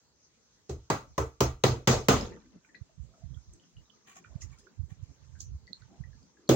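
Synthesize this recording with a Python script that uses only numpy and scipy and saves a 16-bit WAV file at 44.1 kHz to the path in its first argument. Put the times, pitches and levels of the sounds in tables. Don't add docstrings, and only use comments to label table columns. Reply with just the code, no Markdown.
import sys
import numpy as np
from scipy import signal
from scipy.io import wavfile

SR = 44100
rng = np.random.default_rng(int(sys.argv[2]) if len(sys.argv) > 2 else 0)


def wav_out(sig):
    wavfile.write(sys.argv[1], SR, np.round(np.clip(np.atleast_2d(sig).T, -1, 1) * 32767).astype(np.int16))


N = 288855
TIME = np.arange(N) / SR
EDGES = 25 * 2 ** np.arange(0, 9.8, 1 / 3)
CENTRES = np.sqrt(EDGES[1:] * EDGES[:-1])

# start_s, boom_db, low_thud_db, thud_db, knock_db, crack_db, bite_db, sheen_db,
# first_contact_db (against the tail), tail_stretch (factor), favoured_pitch_hz, plank_thud_db, body_ring_db
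HAMMER_BLOWS = [(0.693, -22.5, -32, -29.5, -37, -35.5, -31.5, -36, -1.5, 0.71, 362, -32.5, -1),
                (0.900, -23, -17.5, -23.5, -12.5, -18.5, -19, -28, 7, 0.82, 266, -19.5, 0),
                (1.179, -15, -33, -18, -15.5, -27, -22, -23, 8.5, 0.69, 306, -16, -1),
                (1.405, -8, -13.5, -15.5, -10.5, -12.5, -12.5, -8.5, 6, 0.72, 340, -13, -2.5),
                (1.637, -4, -3, -8, -6, -3, -6, -4, 3, 0.81, 390, -12.5, -4),
                (1.873, -5, -2.5, -9.5, -4.5, -2.5, -2, -6, -0.5, 0.9, 455, -12, -1.5),
                (2.084, -2.5, 3, -6.5, -1.5, 1.5, -1.5, -2.5, 1, 0.94, 470, -12.5, 0.5),
                (6.49, -7, -4.5, -0.5, -12.5, -10.5, -10.5, -0.5, -3, 0.8, 298, -4, 2.5)]
PART_PITCHES = [100, 220, 350, 1100, 3000, 6500, 12000]
# (time to fall 60 dB, capped in blows)
WALL_MODES = [(72, -5.5, 0.4), (126.9, 2, 0.39), (202.7, 4.5, 0.046), (303.3, -7, 0.3), (348, -6.5, 0.12),
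              (395, -2, 0.12), (455, -7, 0.4), (549.6, -5, 0.15), (688, -16.5, 0.3), (1048, -11.5, 0.18)]
# pitch_hz, level_db (per Hz)
STRIKE_SPECTRUM = [(40, -17), (91, -12.5), (127, -8), (178, -16.5), (230, -12.5), (330, -12), (467, -12.5),
                   (585, -15), (1290, -19), (1480, -26.5), (2330, -28.5), (6330, -28.5), (8990, -49),
                   (11500, -51.5), (14500, -55.5)]
# pitch_hz, width_hz, level_db (over the tail)
BODY_RINGS = [(900, 40, 5), (1190, 70, 8), (1310, 45, 6), (1950, 50, 9), (2240, 25, 8), (2520, 40, 6),
              (3130, 30, 4), (3450, 35, 6), (3880, 35, 5), (4170, 25, 6), (5215, 80, 4), (6160, 80, 4),
              (6465, 45, 4)]
# (time to fall 60 dB, before each blow's stretch)
GARAGE_DECAY = [(60, 0.44), (160, 0.28), (420, 0.34), (1100, 0.28), (2900, 0.29), (6500, 0.29),
                (9000, 0.19), (12000, 0.14), (15000, 0.15)]
# pitch_hz, likeness (1 = same, 0 = unrelated)
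GARAGE_ALIKE = [(60, .95), (170, .985), (350, .85), (700, .53), (1400, .12), (3000, 0)]
# pitch_hz, left_minus_right_db
SIDE_LEAN = [(60, -2), (130, 0.5), (290, 0), (640, 0.5), (1410, 2.5), (3100, -0.5), (6820, -0.5),
             (15000, 6.5)]
# start_s, pitch_hz, level_db, contact_ms (time to full pressure), left_minus_right_db
STAPLE_TICKS = [(2.209, 5170, -33.5, 1.8, -16), (2.318, 1870, -51.5, 6, 6), (2.645, 2280, -61.5, 1.4, -19),
                (2.647, 1500, -59.5, 1.3, -7), (2.687, 1820, -59, 4.2, 9), (2.745, 1910, -46.5, 1.5, 16),
                (2.746, 2300, -59, 1.5, 13.5), (2.752, 4180, -50, 0.78, -2), (2.891, 646, -63.5, 1.2, 0),
                (3.138, 1300, -61.5, 0.84, -6), (3.216, 668, -60, 2, -7), (3.343, 3280, -58, 1.1, -16),
                (3.371, 1360, -62.5, 1.6, -7), (3.535, 8200, -57, 0.35, -24),
                (3.536, 6480, -65.5, 0.61, -23), (3.596, 3050, -60, 0.94, -2.5), (3.635, 3000, -62, 1, -4),
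                (3.765, 2940, -54, 3.3, 3.5), (3.855, 3800, -63, 0.85, -4), (3.897, 3110, -57, 2.8, -19),
                (3.931, 1240, -69, 4.6, 13), (4.160, 770, -57.5, 2.1, 15), (4.240, 2370, -56, 0.73, -10),
                (4.246, 1514, -46.5, 0.79, -6), (4.352, 4600, -65, 1.1, -6), (4.408, 2700, -56.5, 3.2, -6),
                (4.416, 2016, -60.5, 4.7, -26), (4.418, 5900, -48, 3.4, -19), (4.419, 5300, -67, 3.5, -17),
                (4.529, 2240, -59, 1, -6), (4.614, 5050, -60, 2.8, -6), (4.668, 1484, -59, 1.6, -26),
                (5.351, 1590, -60, 5.6, 6), (5.404, 6040, -40.5, .6, -20), (5.428, 6050, -54.5, 15, -4),
                (5.67, 4600, -49.5, 0.31, -5), (5.674, 2005, -54.5, 3, 15), (5.726, 4000, -58, 0.54, -13),
                (5.731, 4230, -38.5, 0.42, -26.5), (5.799, 2000, -65, 8, 8), (5.819, 1450, -58, 2.5, -16),
                (5.818, 4300, -63, 1, -18), (6.036, 1895, -55.5, 1.2, 19), (6.129, 1660, -61, 1.1, 8),
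                (6.228, 4860, -57, 1, -1), (6.37, 1660, -62, 0.92, 10), (6.476, 4360, -51.5, 1.36, -2)]
# start_s, length_s, level_db, brightness_db
CABLE_SCRAPES = [(4.073, 0.054, -50.5, -4.5), (4.16, 0.021, -49, -2.5), (4.421, 0.0062, -57, 7),
                 (4.52, 0.025, -61, -3), (4.59, 0.011, -67.5, 8.5), (4.903, 0.024, -59, -4),
                 (5.03, 0.009, -62.5, -1.5), (5.408, 0.003, -44.5, 1)]
# pitch_hz, level_db (per Hz)
SCRAPE_SPECTRUM = [(400, -14), (1000, -4), (4000, 3.5), (6000, 11), (9000, -8), (16000, -20)]
# pitch_hz, width_hz, level_db
CABLE_RINGS = [(770, 10, 10), (1131, 20, 7.5), (1840, 95, -5.5), (2374, 23, -2.5), (5100, 59, -6.5),
               (3280, 22, -12), (6720, 33, -2)]
# start_s, length_s, level_db, pitch_hz
SLEEVE_RUBS = [(2.3, 0.044, -49, 430), (2.465, 0.012, -57, 268), (3.14, 0.053, -70.5, 616),
               (4.31, 0.066, -70, 627), (4.638, 0.038, -63.5, 381), (5.931, 0.034, -66.5, 716),
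               (6.395, 0.18, -65, 315)]
# start_s, length_s, right_db, left_db
DRAUGHT_GUSTS = [(1.086, 0.05, -56, -55), (2.43, 0.13, -64, -63), (2.978, 0.088, -42.5, -82),
                 (3.252, 0.12, -38.5, -78), (3.48, 0.045, -52.5, -57), (3.766, 0.016, -48, -59),
                 (4.275, 0.095, -48, -57), (4.445, 0.084, -39.5, -73), (4.797, 0.029, -35.5, -67),
                 (4.916, 0.17, -42.5, -60), (5.207, 0.23, -46.5, -66), (5.498, 0.061, -36.5, -43),
                 (5.635, 0.025, -51, -73), (5.822, 0.064, -47.5, -73), (6.015, 0.048, -35.5, -70),
                 (6.15, 0.019, -44.5, -57)]
# start_s, peak_db (before doubling), pitch_hz
LONE_PUFFS = [(2.804, -33, 90.6), (3.229, -33.5, 108), (4.348, -28.5, 119), (4.91, -33.5, 112),
              (5.018, -29.5, 86), (5.996, -29.5, 110.4)]
# pitch_hz, level_db (per Hz)
GUST_SPECTRUM = [(20, -76), (57, 4), (87, -3), (129, -3.5), (216, -29.5), (280, -23), (330, -81)]
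# pitch_hz, likeness
GUST_ALIKE = [(20, 0.015), (300, 0.006)]
# time_s, low_rustle_db, scuff_db
RUSTLE_LEVELS = [(2.2, -46, -41.5), (2.44, -58.5, -70), (2.71, -63, -76), (2.96, -70, -83), (3.4, -69, -82),
                 (4.11, -69, -77.5), (4.3, -63.5, -70.5), (4.55, -66.5, -70.5), (4.9, -69.5, -83.5),
                 (5.27, -66, -72.5), (5.55, -70.5, -93), (5.85, -67, -73), (6.47, -71, -81.5)]
# pitch_hz, level_db (per Hz)
RUSTLE_SPECTRUM = [(170, 11.0), (330, 2), (800, -14.0), (2500, -36.5)]
# pitch_hz, level_db (per Hz)
AIR_SPECTRUM = [(24, -46), (40, 0), (133, -0.5), (392, -8), (516, -3), (585, -12), (1150, -12.5),
                (2840, -18), (6490, -8), (8130, -31), (11500, -32.5), (14500, -34)]
# pitch_hz, likeness (below 0 = opposed)
AIR_ALIKE = [(60, 0.89), (240, 0.42), (950, 0.44), (3770, -0.18), (15000, -0.77)]
# pitch_hz, width_hz, lift_db
PORT_RINGS = [(6810, 2000, 6.5), (15800, 1900, 14.5)]

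FAVOUR_DB, FAVOUR_OCTAVES = 6.5, 0.17
TOP_BEND = 0.7
SCRAPE_RISE_DB_S, SCRAPE_FALL_DB_S = 1300, 600
RUB_RISE_DB_S, RUB_FALL_DB_S, RUB_WIDTH = 403, 319, 0.28
GUST_RISE_DB_S, GUST_FALL_DB_S = 489, 293
AIR_DB = -69
BASS_CUT_HZ, CUTOFF_HZ = 50.4, 15900
KNEE_DB, SQUEEZE, RELEASE_DB_S, ATTACK_S = -13, 0.38, 115, .001
DUCK_KNEE_DB, DUCK, RECOVER_DB_S = -26, 0.075, 31.5


def blows(direct_s=0.023, build_s=0.012, tail_db=16, wall_db=-12, scatter_db=3.0, longest_s=0.26,
          rattle_db=2.0, swell_width=0.36, thud_cycles=8.6, ring_t60=0.27, hold=1.08,
          snap_db_oct=3.5, build_cycles=0.21):
    rows = np.array(HAMMER_BLOWS)
    starts = (rows[:, 0] * SR).astype(int)
    favoured_hz = rows[:, 10]
    out = np.zeros((2, N))
    white = rng.standard_normal((2, 2, N))
    latest = np.searchsorted(starts, np.arange(N), side="right") - 1
    since = np.where(latest < 0, 9, TIME - starts[latest] / SR)

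    def strength_db(hz):
        parts_db = np.array([at_hz(np.transpose([PART_PITCHES, parts]), hz) for parts in rows[:, 1:8]])
        octaves_off = np.log2(hz / favoured_hz)
        return parts_db + FAVOUR_DB * np.exp(-.5 * (octaves_off / FAVOUR_OCTAVES) ** 2)

    def decay(t60, bend=1):
        return from_db(-60 * (since / t60) ** bend)

    for k, hz in enumerate(CENTRES):
        contact_db = rows[latest, 8] + snap_db_oct * max(np.log2(hz / 4000), 0)
        opening = from_db(contact_db) * decay(direct_s) - decay(build_s + build_cycles / hz)
        onset = decay(build_cycles / hz)
        opening *= 1 - onset
        bend = hold + TOP_BEND * max(np.log2(hz / 6000), 0)
        tail = decay(at_hz(GARAGE_DECAY, hz) * rows[latest, 9], bend)
        gain = from_db(strength_db(hz) + at_hz(STRIKE_SPECTRUM, hz) + tail_db)[latest]
        shape = gain * (opening + tail - onset)
        shape *= from_db(rattle_db * (drift(60) + drift(18)))
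        lean = sides(at_hz(SIDE_LEAN, hz))[:, None]
        out += stereo_band(k, white[k % 2] * shape, GARAGE_ALIKE) * lean

    shaking = rng.standard_normal((2, N)) * (decay(ring_t60) - decay(build_s))
    for hz, width, db in BODY_RINGS:
        level_db = strength_db(hz) + at_hz(STRIKE_SPECTRUM, hz) + tail_db + db + rows[:, 12]
        out += resonance(shaking * from_db(level_db)[latest], hz, width)

    for hz, level_db, t60 in WALL_MODES:
        hits = np.zeros((2, N))
        uneven_db = scatter_db * rng.standard_normal((2, len(starts)))
        hits[:, starts] = from_db(strength_db(hz) + level_db + wall_db + uneven_db)
        rung = ring(hits * rng.choice([-1, 1], (2, 1)), hz, min(t60, longest_s))
        mid, side = resonance(rung, hz, swell_width * hz)
        out += spread(mid, side, hz, GARAGE_ALIKE)

    for i, thud_level_db, hz in zip(starts, rows[:, 11], favoured_hz):
        t = TIME[:min(SR // 10, N - i)]
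        fall = from_db(thud_level_db - 60 * t * hz / thud_cycles)
        out[:, i:i + len(t)] -= fall * np.sin(2 * np.pi * hz * t) * (1 - np.exp(-t * hz * 2))
    return out


def ticks(echo_db=-28, echo_s=0.069, width=0.11, snap_db=-46):
    out, length = np.zeros((2, N)), SR // 5
    t = TIME[:length]
    answer = rng.standard_normal((2, length)) * from_db(echo_db - 30.0 * (t / echo_s) ** 1.66)
    answer[:, :SR // 200] = 0
    roughness = rng.standard_normal((len(STAPLE_TICKS), length))
    for rough, (s, hz, db, contact_ms, pan_db) in zip(roughness, STAPLE_TICKS):
        pressed = t * 1000 / contact_ms
        contact = rough * pressed * np.exp(1 - pressed)
        rung = resonance_twice(contact, hz, width * hz)
        snap = from_db(snap_db) * resonance(contact, 6000, 5900) / contact_ms
        tick = from_db(db) * (rung / rung.max() + snap)
        echo = signal.fftconvolve(answer, tick[None], axes=1)[:, :length]
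        sound = tick * sides(pan_db)[:, None] + echo
        i = int(s * SR)
        out[:, i:i + length] += sound[:, :N - i]
    return out


def scrapes(ring_db=12, split_hz=4000):
    grains = coloured(SCRAPE_SPECTRUM, AIR_ALIKE, patchy_db=3.0, grain=from_db(2.6 * drift(300)))
    rings = sum(from_db(db + ring_db + 1.4 * drift(24.45)) * resonance(grains, hz, width)
                for hz, width, db in CABLE_RINGS)
    low, high = (rms_one(butter(grains + rings, 2, split_hz, kind)) for kind in ("low", "high"))
    out = np.zeros((2, N))
    for s, length, db, bright_db in CABLE_SCRAPES:
        low_gain = np.sqrt(max(1 - from_db(2 * bright_db), .02))
        sound = low_gain * low + from_db(bright_db) * high
        out += from_db(db) * swell(s, length, SCRAPE_RISE_DB_S, SCRAPE_FALL_DB_S) * sound
    return out


def rubs():
    noise = rng.standard_normal(N)
    out = np.zeros(N)
    for s, length, db, hz in SLEEVE_RUBS:
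        dull = rms_one(resonance_twice(noise, hz, RUB_WIDTH * hz))
        out += from_db(db) * swell(s, length, RUB_RISE_DB_S, RUB_FALL_DB_S) * dull
    return out


def draught(cycles=0.34, edge_hz=210):
    lumpiness = from_db(5.3 * np.minimum(drift(40), 1.5))
    lumps = coloured(GUST_SPECTRUM, GUST_ALIKE, patchy_db=2.0, grain=lumpiness)
    out = lumps * sum(from_db([[left_db], [right_db]]) * swell(s, length, GUST_RISE_DB_S, GUST_FALL_DB_S)
                      for s, length, right_db, left_db in DRAUGHT_GUSTS)
    for s, peak_db, hz in LONE_PUFFS:
        turns = (TIME - s) * hz - 1
        out[1] += 2 * from_db(peak_db) * np.cos(2 * np.pi * turns) * np.exp(-.5 * (turns / cycles) ** 2)
    return butter(out, 4, edge_hz, "low")


def room_tone():
    time_s, low_db, scuff_db = np.transpose(RUSTLE_LEVELS)
    low_gain = from_db(np.interp(TIME, time_s, low_db, -150, -150))
    scuff_gain = from_db(np.interp(TIME, time_s, scuff_db, -150, -150))
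    air = from_db(AIR_DB) * coloured(AIR_SPECTRUM, AIR_ALIKE, patchy_db=3.0)
    low = coloured(RUSTLE_SPECTRUM, AIR_ALIKE, patchy_db=4.0, grain=from_db(6.1 * drift(27)))
    return air + low_gain * low + scuff_gain * scuffs()


def scuffs(per_s=1500, cycles=49.0, spread_db=4.0):
    sizes = from_db(spread_db * np.minimum(rng.exponential(1, N), 4)) * rng.choice([-1, 1], N)
    born = rng.random(N) < per_s * from_db(3.0 * drift(25)) / SR
    pitches = np.geomspace(900, 7000, 16)
    dealt = rng.integers(0, 32, N)
    out = np.zeros((2, N))
    for k, hz in enumerate(pitches):
        for port in (0, 1):
            grains = sizes * born * (dealt == 2 * k + port)
            out[port] += resonance(ring(grains, hz, cycles / hz), hz, hz / 4)
    return rms_one(out)


def coloured(spectrum, likeness, patchy_db, grain=1):
    white = rng.standard_normal((2, 2, N)) * grain
    low, high = spectrum[0][0], spectrum[-1][0]
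    out = np.zeros((2, N))
    for k, hz in enumerate(CENTRES):
        if low / 1.2 < hz < high * 1.2:
            gain = from_db(at_hz(spectrum, hz) + patchy_db * drift(20))
            out += gain * stereo_band(k, white[k % 2], likeness)
    return rms_one(out)


def stereo_band(k, white, likeness):
    mid, side = band(k, white)
    return spread(mid, side, CENTRES[k], likeness)


def spread(mid, side, hz, likeness):
    alike = np.clip(at_hz(likeness, hz), -.99, .99)
    return np.sqrt(1 + alike) * mid + np.sqrt(1 - alike) * side * [[1], [-1]]


def band(k, x):
    order = 4 if 4000 < EDGES[k] < 8500 else 2
    return butter(x, order, EDGES[k:k + 2], "band")


def butter(x, order, hz, kind):
    return signal.sosfilt(signal.butter(order, hz, kind, fs=SR, output="sos"), x)


def resonance(x, hz, width):
    r = np.exp(-np.pi * width / SR)
    back = [1, -2 * r * np.cos(2 * np.pi * hz / SR), r * r]
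    return signal.lfilter([(1 - r * r) / 2, 0, (r * r - 1) / 2], back, x)


def resonance_twice(x, hz, width):
    return resonance(resonance(x, hz, width), hz, width)


def ring(clicks, hz, t60):
    r, w = from_db(-60 / (t60 * SR)), 2 * np.pi * hz / SR
    return signal.lfilter([0, np.sin(w)], [1, -2 * r * np.cos(w), r * r], clicks + 1e-18)


def swell(start, length, rise_db_s, fall_db_s):
    rise_db = rise_db_s * (TIME - start)
    fall_db = fall_db_s * (start + length - TIME)
    return from_db(np.minimum(0, np.minimum(rise_db, fall_db)))


def drift(rate):
    steps = rng.standard_normal(int(N / SR * rate) + 2)
    return np.interp(TIME * rate, np.arange(len(steps)), steps)


def held(over_db, fall_db_s):
    return np.maximum.accumulate(over_db + fall_db_s * TIME) - fall_db_s * TIME


def from_db(db):
    return 10 ** (np.asarray(db) / 20)


def rms_one(x):
    return x / np.sqrt(np.mean(x ** 2) + 1e-20)


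def at_hz(points, hz):
    table = np.array(points)
    return np.interp(np.log(hz), np.log(table[:, 0]), table[:, 1])


def sides(pan_db):
    return from_db(np.multiply.outer([.5, -.5], pan_db))


def scene():
    return blows() + ticks() + scrapes() + rubs() + draught() + room_tone()


def record(dry):
    x = dry + sum((from_db(db) - 1) * resonance_twice(dry, hz, width) for hz, width, db in PORT_RINGS)
    x = butter(x, 3, BASS_CUT_HZ, "high")
    level_db = 20 * np.log10(np.abs(x).max(0) + 1e-9)
    limit_db = SQUEEZE * held(np.maximum(level_db - KNEE_DB, 0), RELEASE_DB_S)
    duck_db = DUCK * held(np.maximum(level_db - DUCK_KNEE_DB, 0), RECOVER_DB_S)
    r = np.exp(-1 / (ATTACK_S * SR))
    cut_db = signal.lfilter([1 - r], [1, -r], limit_db + duck_db)
    x = x * from_db(-np.interp(TIME + 2 * ATTACK_S, TIME, cut_db))
    return signal.sosfilt(signal.ellip(16, .5, 120, CUTOFF_HZ, fs=SR, output="sos"), x)


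dry = scene()
out = record(dry)
wav_out(out)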